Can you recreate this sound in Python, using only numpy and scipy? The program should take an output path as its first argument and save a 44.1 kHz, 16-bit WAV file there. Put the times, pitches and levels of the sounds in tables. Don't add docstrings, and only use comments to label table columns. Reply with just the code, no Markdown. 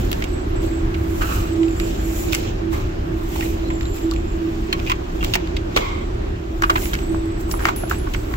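import sys
import numpy as np
from scipy import signal
from scipy.fft import rfft, irfft
from scipy.io import wavfile
from scipy.ndimage import uniform_filter1d

SR = 44100
rng = np.random.default_rng(int(sys.argv[2]) if len(sys.argv) > 2 else 0)


def gain_from_db(level_db):
    decades = np.asarray(level_db, float) / 20
    return 10 ** decades


def put_to_file(sound):
    columns = np.atleast_2d(sound).T
    safe = np.clip(columns, -1, 1)
    whole_steps = np.round(safe * 32767)
    wavfile.write(sys.argv[1], SR, whole_steps.astype(np.int16))


N = 368676
TIME = np.arange(N) / SR


def evened(x):
    return x / np.sqrt(np.mean(x ** 2) + 1e-20)


def read(points, hz):
    f, value = np.transpose(points)
    return np.interp(np.log(hz + 1), np.log(f + 1), value)


def add(mix, start_s, sound):
    part = mix[:, round(start_s * SR):][:, :sound.shape[1]]
    part += sound[:, :part.shape[1]]


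def resonate(x, hz, width_hz):
    turn = np.exp(2j * np.pi * np.cumsum(hz * np.ones(x.shape[-1])) / SR)
    r = np.exp(-np.pi * width_hz / SR)
    return 2 * (turn * signal.lfilter([1 - r], [1, -r], x / turn)).real


def band(x, low_hz, high_hz):
    return signal.sosfilt(signal.butter(2, [low_hz, high_hz], "band", fs=SR, output="sos"), x)


def hiss(spectrum, patchy_db, flicker_db):
    frames = N // 128 + 5
    patches = uniform_filter1d(rng.standard_normal((frames, 257)), 20, axis=0)
    patches = evened(uniform_filter1d(patches, 6, axis=1))
    flicker = evened(uniform_filter1d(rng.standard_normal((frames, 1)), 3, axis=0))
    gain = gain_from_db(patchy_db * patches + flicker_db * flicker).T
    z = signal.stft(rng.standard_normal((2, N + 512)), nperseg=512, noverlap=384)[2][:, :, :frames]
    field = signal.istft(z * gain[:, :z.shape[2]], nperseg=512, noverlap=384)[1]
    colour = gain_from_db(read(spectrum, np.fft.rfftfreq(N, 1 / SR)))
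    return evened(irfft(rfft(field[:, :N]) * colour, N))


def line_noise():
    return rng.standard_normal((2, 6000, 2)) @ [1, 1j]


def narrow(z, hz, width_hz):
    off = (np.fft.rfftfreq(N, 1 / SR)[:z.shape[1]] - hz) / width_hz
    return z / (1 + 4 * off ** 2) * N / np.sqrt(width_hz * N / SR)


def swells(rows, rest_db):
    t = TIME[::64]
    peak_s, level_db, rise_s, fall_s = np.transpose(rows)[..., None]
    slope = np.maximum((peak_s - t) / rise_s, (t - peak_s) / fall_s)
    power = gain_from_db(level_db - 20 * slope) ** 2
    return np.interp(TIME, t, np.sqrt(power.sum(0) + gain_from_db(rest_db) ** 2))


def clicks(rows):
    out, t = np.zeros((2, N)), TIME[:2600]
    fade = np.hanning(2 * len(t))[len(t):]
    for start_s, peak_db, body_hz, contact_ms, tick_db, treble_db in rows:
        u = 1000 * t / contact_ms
        push = (u * np.exp(1 - u)) ** 1.6
        rattle = 0.17 * (1 - np.exp(-u)) * gain_from_db(-60 * t / 0.1)
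        contact = rng.standard_normal((2, len(t))) * (push + rattle)
        body = resonate(resonate(contact, body_hz, 0.4 * body_hz), body_hz, 1.6 * body_hz)
        parts = body, band(contact, 530, 10600), band(contact, 11800, 18500)
        body, tick, snap = (p / abs(p).max() for p in parts)
        sound = body + gain_from_db(tick_db - 3) * tick + gain_from_db(treble_db - 4) * snap
        add(out, start_s - .0006, gain_from_db(peak_db + 3) * sound * fade)
    return out


# start_s, peak_db, body_hz, contact_ms
KNOCKS = [(1.212, -24, 1210, 5), (1.631, -24, 2500, 1.6), (2.726, -26, 996, 4.6), (3.421, -23.5, 2060, 7.6),
          (3.703, -25, 1990, 1.05), (3.854, -32.5, 3930, 1.1), (4.793, -28, 2600, 1.2),
          (4.872, -24.5, 2330, 2.3), (5.208, -35, 2640, 4), (5.473, -29.5, 2730, 1.43),
          (5.764, -8.5, 532, 1.58), (5.773, -10.5, 1020, 1.12), (6.265, -33, 1037, 4.6),
          (6.634, -12, 1300, 3.24), (6.755, -18, 2140, 3.64), (6.756, -17, 1093, 4.2),
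          (6.771, -24, 2560, 1.56), (7.146, -20, 930, 0.39), (7.54, -17, 1060, 0.76),
          (7.653, -8.5, 1960, 1.49), (7.685, -10.5, 1175, 2.72), (7.835, -25, 720, 4.2),
          (7.911, -15.5, 1380, 1.75), (8.067, -24, 1070, 5), (8.145, -19.5, 2030, 2.75),
          (8.338, -17, 1280, 1.65)]


def knocks():
    return clicks([(*row, -37.5, -32.5) for row in KNOCKS])


# start_s, peak_db, body_hz, contact_ms
TAPS = [(.222, -19, 2230, 2), (0.941, -27, 2350, 5.45), (1.682, -29, 2600, 1.2), (1.708, -30.5, 2100, 0.89),
        (3.359, -21, 777, 1.7), (3.408, -19.5, 1990, 1.58), (3.809, -23.5, 2200, 0.71),
        (3.945, -30, 1070, 0.69), (4.161, -27.5, 2400, 1.8), (4.727, -12, 2250, 2.26),
        (4.798, -25, 2660, 1.75), (4.864, -26, 2480, 2.1), (4.896, -15, 2380, 3.67),
        (4.91, -16.5, 1880, 0.64), (4.916, -14, 2500, 2.44), (5.228, -18, 2350, 1.0),
        (5.338, -3.5, 2810, 0.247), (5.565, -22, 3000, 3.5), (5.771, -9, 2855, 2.54),
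        (6.622, -9.5, 1254, 1.53), (6.697, -11.5, 1320, 3.9), (6.781, -20, 1570, 0.82),
        (6.833, -32.5, 2150, 1.4), (6.989, -26, 2580, 1.03), (7.492, -28, 1160, 0.7),
        (7.59, -21.5, 1280, 28), (7.897, -25.5, 1280, 2.9), (8.313, -27.5, 1030, 1.3)]


def taps():
    firm_db, tick_db_per_db = -14, .6
    rows = []
    for row in TAPS:
        softer_db = tick_db_per_db * min(row[1] - firm_db, 0)
        rows.append((*row, -7.5 + softer_db, -10 + softer_db))
    return clicks(rows)


# start_s, peak_db,
# body_hz, contact_ms, treble_db
SNAPS_AND_CATCHES = [(.115, -22.5, 2900, 1.93, 9), (.129, -19.5, 2930, 1.08, -6), (.239, -24, 2690, 3, -3),
                     (1.799, -21, 2230, 1.25, -10), (2.323, -23, 3640, 3.5, 0), (2.348, -15, 7000, 1.3, -14.5),
                     (4.112, -25, 3770, 0.99, -7), (5.245, -18, 2710, 1.67, 2), (5.341, -16, 2750, 3, -3),
                     (5.353, -13, 2300, 2.4, 0), (5.762, -17.5, 3200, 2.22, -5.5), (6.856, -23.5, 2140, 0.85, -17),
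                     (6.933, -23, 1740, 2.71, -14), (6.952, -22.5, 2270, 1.09, -14), (7.257, -36.5, 1020, 0.81, -29),
                     (7.512, -23, 5200, 2.5, -2), (7.761, -28, 890, 2.1, 8), (8.135, -27, 2800, 5.1, -23),
                     (2.331, -13.5, 2500, 1.4, 0), (2.341, -20.5, 2150, 2.5, -8), (2.353, -26, 6050, 2.3, -14.5),
                       (3.354, -31.5, 2440, 5, -18), (4.136, -34, 3000, 2.24, -25), (5.763, -18, 3400, 3.1, -15.5),
                       (5.778, -26, 1900, 5, -25), (6.94, -24.5, 4200, 1.45, -3), (7.52, -33, 6000, 3, 12),
                       (1.212, -32, 2570, 14, -25), (2.729, -31.5, 1800, 11, -25), (6.634, -33, 5500, 1.2, -8),
                       (6.621, -28, 5200, 1, -12), (7.896, -29, 7000, 2.5, 13), (7.654, -24, 5000, 1.5, 0),
                       (7.686, -25.5, 2600, 3.7, -2), (7.916, -31, 1700, 4.3, -26.5), (4.729, -22.5, 2396, 3.2, -23),
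                       (5.239, -26, 2900, 1.5, 3), (6.701, -23.5, 3990, 2.65, -18.5), (6.697, -30, 6500, 1.2, -12),
                       (3.945, -36, 7500, .6, 5)]


def latches_and_catches():
    return clicks([(*row[:-1], 2, row[-1]) for row in SNAPS_AND_CATCHES])


# start_s, peak_db, body_hz, contact_ms
GRAINS = [(1.217, -16, 1300, 3), (1.299, -30, 1270, 4), (1.318, -25, 1300, 5), (3.706, -29, 2050, 2.5),
          (3.81, -30, 3900, 2), (3.83, -33, 3000, 1.5), (6.637, -19, 2400, 3.2), (6.646, -26, 1500, 3),
          (6.651, -29, 3800, 1), (6.699, -20, 2300, 4), (6.711, -24, 1500, 4), (6.724, -28, 1500, 4),
          (6.759, -19, 2500, 3), (6.946, -25, 2000, 2), (7.573, -30, 750, 2), (7.592, -25, 1500, 2),
          (7.603, -25, 1160, 3), (7.622, -27, 1500, 3), (7.634, -26, 1100, 3), (7.644, -26, 2400, 3),
          (7.666, -18, 1200, 4), (7.692, -22, 700, 2), (7.699, -24, 1300, 3), (7.715, -29, 1200, 1.5),
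          (7.655, -15, 680, 2), (7.676, -21, 1300, 3), (6.703, -18, 700, 4), (7.916, -21, 720, 2),
          (8.146, -24, 1200, 3), (5.358, -20, 900, 1.5), (2.349, -17, 2200, 2), (7.921, -22, 1100, 3),
          (7.93, -24, 1400, 3), (7.945, -30, 2200, 2)]


def grains():
    return clicks([(*row, -24, -30) for row in GRAINS])


# start_s, peak_db, pitch_hz, t60_s, facing (1 alike in both ports, -1 opposed)
BODIES = [(3.424, -28.5, 1923, 0.057, 0.26), (4.118, -23.5, 1170, 0.0445, -0.15),
          (4.864, -31.5, 2583, 0.039, 0.88), (4.872, -27, 2452, 0.075, .4),
          (4.897, -15, 1001, 0.054, -1.05), (4.898, -28.5, 2657, 0.058, 0.77),
          (4.918, -7.5, 1150, 0.037, -0.977), (4.918, -14.5, 2902, 0.019, 0.1),
          (4.922, -23, 2180, 0.025, .8), (5.208, -29.5, 2764, 0.088, 0.72),
          (5.229, -14, 1213, 0.036, -0.97), (5.228, -33.5, 2400, 0.049, 0.95),
          (5.239, -31.5, 2640, 0.0275, 0.71), (5.34, -15, 2772, 0.035, 0.63),
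          (5.357, -22.5, 2227, 0.035, -0.34), (5.365, -31, 2054, 0.037, .3),
          (5.567, -25.5, 2137, 0.034, 0.88), (5.568, -27, 3860, 0.0235, 0.64),
          (5.763, -12, 2130, 0.043, -0.985), (5.763, -11, 1124, 0.0357, -0.47),
          (5.772, -17, 2001, .05, -1.15), (6.622, -16, 1234, 0.036, -1.05), (6.637, -6, 1200, 0.054, -0.91),
          (6.696, -2, 1185, 0.042, -0.948), (6.698, -12.5, 2840, 0.025, -0.906),
          (6.706, -17, 1030, 0.052, -1.1), (6.757, -9, 1019, 0.049, -1.01),
          (6.756, -21.5, 2117, 0.059, -0.52), (6.773, -20.5, 1044, 0.042, -1.1),
          (6.773, -25, 2685, 0.031, 0.79), (6.834, -32.5, 2122, 0.055, 0.42),
          (6.934, -21, 1397, 0.069, -0.99), (6.933, -19, 3200, 0.018, 0.024),
          (6.94, -29, 2265, 0.073, 0.14), (7.146, -25.5, 1119, 0.044, -0.98),
          (7.492, -25, 1092, 0.028, 0.8), (7.654, 4.5, 1328, 0.0109, 0.19), (7.686, -19, 1111, 0.046, 0.59),
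          (7.836, -13.5, 685, 0.0274, 0.18), (7.913, -2, 1305, 0.0142, 0.14)]


def bodies():
    out, t = np.zeros((2, N)), TIME[:SR // 10]
    for start_s, peak_db, hz, t60_s, facing in BODIES:
        same, turn = read(PORT_LIKENESS, hz), 2 * np.pi * hz * t
        lags = 0, np.arccos(np.clip(facing, -1, 1))
        left, right = (np.sin(turn - lag) + gain_from_db(-5) * np.sin(1.17 * turn - lag) for lag in lags)
        paths = np.array([left, (right - same * left) / np.sqrt(1 - same ** 2)])
        decay = gain_from_db(peak_db - 60 * (t / (0.553 * t60_s)) ** 1.5)
        add(out, start_s, decay * (1 - np.exp(-t * hz / 1.4)) * paths)
    return out


# start_s, peak_db, pitch_hz, t60_s
RINGS = [(3.36, -35.5, 865, 0.13), (3.39, -22, 838.5, 0.153), (3.705, -23.5, 996, 0.066),
         (3.856, -30.5, 3980, 0.044), (4.727, -15, 4186, 0.03), (4.727, -14.5, 3156, 0.026),
         (4.735, -19.5, 1105, 0.059), (4.798, -34, 1094, .09), (4.901, -17, 1000, 0.082),
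         (5.356, -6, 684, 0.0186), (5.569, -27.5, 3590, 0.0214), (5.764, -36, 575, 0.085),
         (5.785, -18, 563, 0.105), (7.836, -22, 1423, 0.02), (5.748, -32, 3607, 0.097)]


def rings():
    out, t = np.zeros((2, N)), TIME[:SR // 8]
    for start_s, peak_db, hz, t60_s in RINGS:
        wave = np.sin(2 * np.pi * (hz * t + rng.random((2, 1))))
        if hz < 1150:
            wave = wave[:1] * [[1], [-.1]]
        add(out, start_s, gain_from_db(peak_db - 60 * t / t60_s) * (1 - np.exp(-t * hz / 0.51)) * wave)
    return out


# start_s, length_s, level_db, tube_hz, loss_db (per overtone)
SCRAPES = [
    (1.206, 0.096, -24, 1302, 11),
    (1.281, 0.22, -28.5, 1245, 10),
    (2.731, 0.17, -33.5, 1103, 10),
    (4.878, 0.024, -28.5, 2490, 22),
    (5.793, 0.26, -27.5, 1062, 4.5),
]


def scrapes():
    out = np.zeros((2, N))
    for start_s, length_s, level_db, tube_hz, loss_db in SCRAPES:
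        u = np.linspace(0, 1, int(length_s * SR))
        grip = evened(uniform_filter1d(rng.standard_normal(len(u)), 200))
        rough = rng.standard_normal((2, len(u))) * gain_from_db(1.2 * grip)
        tube = 0
        for k in range(3):
            hz, width_hz = tube_hz * (k + 1), (130 + 14 * loss_db) * (1 + k * loss_db / 9)
            tube = tube + gain_from_db(-loss_db * k) * resonate(resonate(rough, hz, width_hz), hz, 1100)
        add(out, start_s, gain_from_db(level_db - 14.7 * u) * evened(tube) * signal.windows.tukey(len(u), .15))
    return out


# start_s, peak_db, damped_after_s
SHELL = [
    (6.645, -44.5, 0.061),
    (6.835, -35.5, 0.057),
    (7.515, -34, 0.07),
    (7.615, -40, 0.059),
    (7.761, -29.5, 0.127),
    (7.982, -41, 0.14),
]
# pitch_hz, level_db, t60_s
SHELL_MODES = [
    (10960, 1, 0.184),
    (11030, -8.5, 0.54),
    (11055, -3, 0.62),
]


def shell():
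    out, t = np.zeros((2, N)), TIME[:SR // 4]
    for start_s, peak_db, damped_after_s in SHELL:
        ring = 0
        for hz, level_db, t60_s in SHELL_MODES:
            turns = rng.normal(1, 0.001433) * hz * t + rng.random((2, 1))
            ring = ring + gain_from_db(level_db - 60 * t / t60_s) * np.sin(2 * np.pi * turns)
        finger = np.clip((damped_after_s - t) / 0.0053, 0, 1)
        add(out, start_s, gain_from_db(peak_db) * ring * (1 - np.exp(-t / 0.00113)) * finger)
    return out * gain_from_db([[3], [-3]])


# peak_s, level_db, rise_s, fall_s, middle_db (share of middle tones)
SWEEPS = [(0.0, -47, .1, 0.28, 1), (.21, -50, 0.255, 0.112, -2.5), (1.23, -45.5, 0.42, .25, -5.5),
          (1.34, -38.5, 0.263, 0.203, -2), (1.87, -46.5, 0.232, 0.187, 4),
          (2.19, -38.5, 0.255, 0.257, -8.5), (2.335, -38.5, 0.053, 0.153, -13.5), (2.46, -65, 1, 0.077, 25),
          (3.33, -47, 0.077, 0.39, 2), (3.44, -40.5, 0.28, 0.156, -3), (3.77, -74.5, 0.64, 0.09, 17.5),
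          (4.57, -58, 1, 0.41, 5.5), (4.9, -51, 0.294, 0.068, 9), (5.33, -50, 0.384, 0.032, 5.5),
          (5.79, -46.5, 0.079, 0.122, 7.5), (6.83, -36.5, 0.21, 0.197, -5),
          (7.675, -40.5, 0.148, 0.0544, 2), (8.15, -52, 0.33, 0.44, 2), (8.33, -50, .15, .3, -15),
          (1.225, -41, .04, .06, -20)]
# peak_s, level_db, fall_s, middle_db
FLICKS = [
    (.63, -49, 0.17, 1),
    (2.73, -45.5, 0.17, 1.5),
    (3.96, -45.5, 0.11, 0.5),
    (5.24, -50.5, 0.244, 9),
    (7.41, -45.5, 0.048, -6),
    (7.51, -41, 0.11, -17.5),
    (7.78, -46, 0.116, -2.5),
    (7.906, -40, 0.098, -2),
]
# pitch_hz, density_db (per Hz)
RUB_TREBLE = [(3000, -25), (5000, -4.5), (7400, 6), (8600, 6), (9800, 2.5), (14500, -1.5), (16000, 3)]
# pitch_hz, density_db (per Hz)
RUB_MIDDLE = [(400, 9), (800, 4), (1300, -14), (2500, 1), (4500, -8), (7500, -9), (8600, -45)]


def cloth():
    flick_rise_s, folds_linger = 0.033, 2.03
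    strokes = SWEEPS + [(s, db, flick_rise_s, fall_s, middle_db) for s, db, fall_s, middle_db in FLICKS]
    light = [row[:-1] for row in strokes]
    heavy = [(s, db + middle_db, rise_s, folds_linger * fall_s) for s, db, rise_s, fall_s, middle_db in strokes]
    fibres = hiss(RUB_TREBLE, patchy_db=.8, flicker_db=1.0) * swells(light, rest_db=-68)
    folds = hiss(RUB_MIDDLE, patchy_db=1.5, flicker_db=1.5) * swells(heavy, rest_db=-57.5)
    return gain_from_db(5.2) * fibres + gain_from_db(8.5) * folds


# start_s, length_s, level_db, pitch_hz, peak_place (0-1)
LEAKS = [(.25, 0.18, -65.5, 11780, 0.43), (0.279, 0.183, -51, 7710, 0.41),
         (0.549, 0.305, -50.5, 7670, 0.25), (1.317, 0.54, -54, 7734, 0.2), (1.493, 0.6, -50, 7197, 0.54),
         (1.555, 0.55, -61, 11600, .95), (1.766, 0.234, -50, 7687, 0.33), (1.973, 0.355, -48, 6986, 0.71),
         (2.949, 0.75, -65, 11940, 0.48), (3.659, 0.727, -48.5, 7252, 0.27),
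         (3.603, .55, -62.5, 12280, 0.71), (4.6, 0.08, -61.5, 7830, .95), (5.877, 0.296, -62, 7720, 0.32),
         (6.967, 0.8, -52.5, 7751, 0), (6.971, 0.36, -64.5, 11800, 0.38), (7.47, 0.106, -53, 7860, 0.1),
         (7.921, 0.077, -49, 7800, 0.39), (8.152, 0.089, -52, 7830, 0), (3.62, .072, -49, 4050, .8),
         (.42, .35, -66, 11700, .3), (1.6, .55, -64, 11950, .5), (2.0, .3, -56, 7700, .2)]


def leaks():
    out = np.zeros((2, N))
    for start_s, length_s, level_db, hz, peak_place in LEAKS:
        u = np.linspace(0, 1, int(length_s * SR))
        tone = resonate(resonate(rng.standard_normal((2, len(u))), hz, 57), hz, 97)
        tone *= gain_from_db(2.2 * evened(uniform_filter1d(rng.standard_normal(len(u)), 1500)))
        shape_db = -11.5 * abs(u - peak_place) / max(peak_place, 1 - peak_place)
        add(out, start_s, gain_from_db(level_db + shape_db + 4.5) * evened(tone) * signal.windows.tukey(len(u), .1))
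    return out


# peak_s, level_db, rise_s, fall_s
BEATS = [(.45, -52, 1.93, 1.7), (1.2, -28.5, 1.75, 0.3), (1.63, -19.5, 0.35, 0.2),
         (1.83, -21.5, 0.077, 0.655), (2.28, -21, 0.45, 0.2), (2.72, -23, 0.2, 0.25),
         (3.14, -28.5, 0.138, 0.156), (3.45, -29.5, 0.21, 0.72), (3.84, -30.5, 0.52, 0.155),
         (4.05, -22, 0.055, 0.253), (4.42, -26.5, 0.14, 0.604), (5.22, -30, 1.73, 0.26),
         (5.7, -32.5, 1.1, 0.36), (6.05, -33, 0.114, 2.47), (7.12, -21.5, 0.09, 0.367),
         (7.47, -27, 0.068, 0.384), (8.08, -34, 0.4, 1.07)]


def blade():
    blade_hz, width_hz = 328.5, 4.5
    core = np.sin(2 * np.pi * (blade_hz * TIME + rng.random((2, 1))))
    waver = irfft(narrow(line_noise(), blade_hz, width_hz), N)
    return swells(BEATS, rest_db=-45) * evened(core + 0.4 * waver)


# pitch_hz, density_db (per Hz)
AIR = [(18, -54), (26, 0.5), (105, -6), (140, -14.5), (250, -15.5), (400, -10), (450, -20.5), (650, -20),
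       (900, -25.5), (1150, -25.5), (3000, -37), (7800, -51.5), (8400, -47), (15500, -75)]
# pitch_hz, width_hz, level_db
FAN = [(29.56, 2, -38.5), (44.11, 2.4, -34.5), (57.2, 3.77, -35), (73.3, 10.3, -35.5), (90.1, 2, -43.5),
       (105.64, 4.07, -40), (173.86, 3.03, -46), (228.14, 4.5, -45.5), (271.7, 1.06, -48.5),
       (297.5, 1.7, -46), (318.53, 5.1, -41.5), (341.2, 3.64, -42.5), (364, 7, -39.5), (404, 5, -45)]
# time_s, level_db
FLOW = [(0.0, -21), (2.89, -23), (6.24, -23), (6.45, -25.5), (6.77, -22.5), (8.29, -23.5), (8.36, -23)]


def ventilation():
    z = line_noise()
    out = gain_from_db(-26.5) * hiss(AIR, patchy_db=1.1, flicker_db=0.06)
    out = out + 0.434 * irfft(sum(gain_from_db(db) * narrow(z, hz, width_hz) for hz, width_hz, db in FAN), N)
    for hz, _, level_db in FAN:
        out = out + 0.773 * gain_from_db(level_db) * np.sin(2 * np.pi * (hz * TIME + rng.random((2, 1))))
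    time_s, flow_db = np.transpose(FLOW)
    return out * gain_from_db(np.interp(TIME, time_s, flow_db - flow_db.mean()))


# pitch_hz, t60_s
HALL = [(500, 0.255), (2000, 0.1295), (8000, 0.0385)]


def hall(x):
    hz, t, z = signal.stft(rng.standard_normal((2, SR // 2)), SR, nperseg=256)
    tail = signal.istft(z * gain_from_db(-60 * t / read(HALL, hz)[:, None]), SR, nperseg=256)[1]
    return signal.fftconvolve(x, tail / np.linalg.norm(tail[0]), axes=1)[:, :N]


def scene():
    near = knocks() + taps() + latches_and_catches() + grains() + rings() + scrapes()
    held = bodies()
    around = shell() + cloth() + leaks() + blade() + ventilation()
    return around + near + held + gain_from_db(-12) * hall(near + gain_from_db(-11) * held)


def top_cut(x):
    return signal.sosfilt(signal.butter(12, 16840, fs=SR, output="sos"), x)


# pitch_hz, likeness (-1 to 1)
PORT_LIKENESS = [(30, .994), (70, .997), (140, .97), (240, .82), (345, .88), (385, -.1), (430, -.55),
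                 (1200, -.55), (2600, -.2), (5000, .01)]
# pitch_hz, lean_db
PORT_LEAN = [(110, -.3), (200, -2.5), (380, -4.5), (700, .5), (1290, -1.2), (4400, -2), (8100, -2.5),
             (15000, -1.2)]
# pitch_hz, gain_db
PORT_CAVITY = [(7850, 1.5), (8150, -9), (10000, -6), (12500, 5.5)]


def record(dry):
    hz = np.fft.rfftfreq(N, 1 / SR)
    a, b = rfft(dry)
    same, lean_db = np.clip(read(PORT_LIKENESS, hz), -1, 1), read(PORT_LEAN, hz)
    left = a * gain_from_db(lean_db / 2)
    right = (same * a + np.sqrt(1 - same ** 2) * b) * gain_from_db(-lean_db / 2)
    ports = np.array([left, right]) * gain_from_db(read(PORT_CAVITY, hz))
    ports = ports / (1 + (hz / 15800) ** 300)
    loaded = np.tanh(irfft(ports, N))
    mix = irfft(rfft(loaded) * (hz < 16780), N)
    return top_cut(mix)


dry = scene()
out = record(dry)
put_to_file(out)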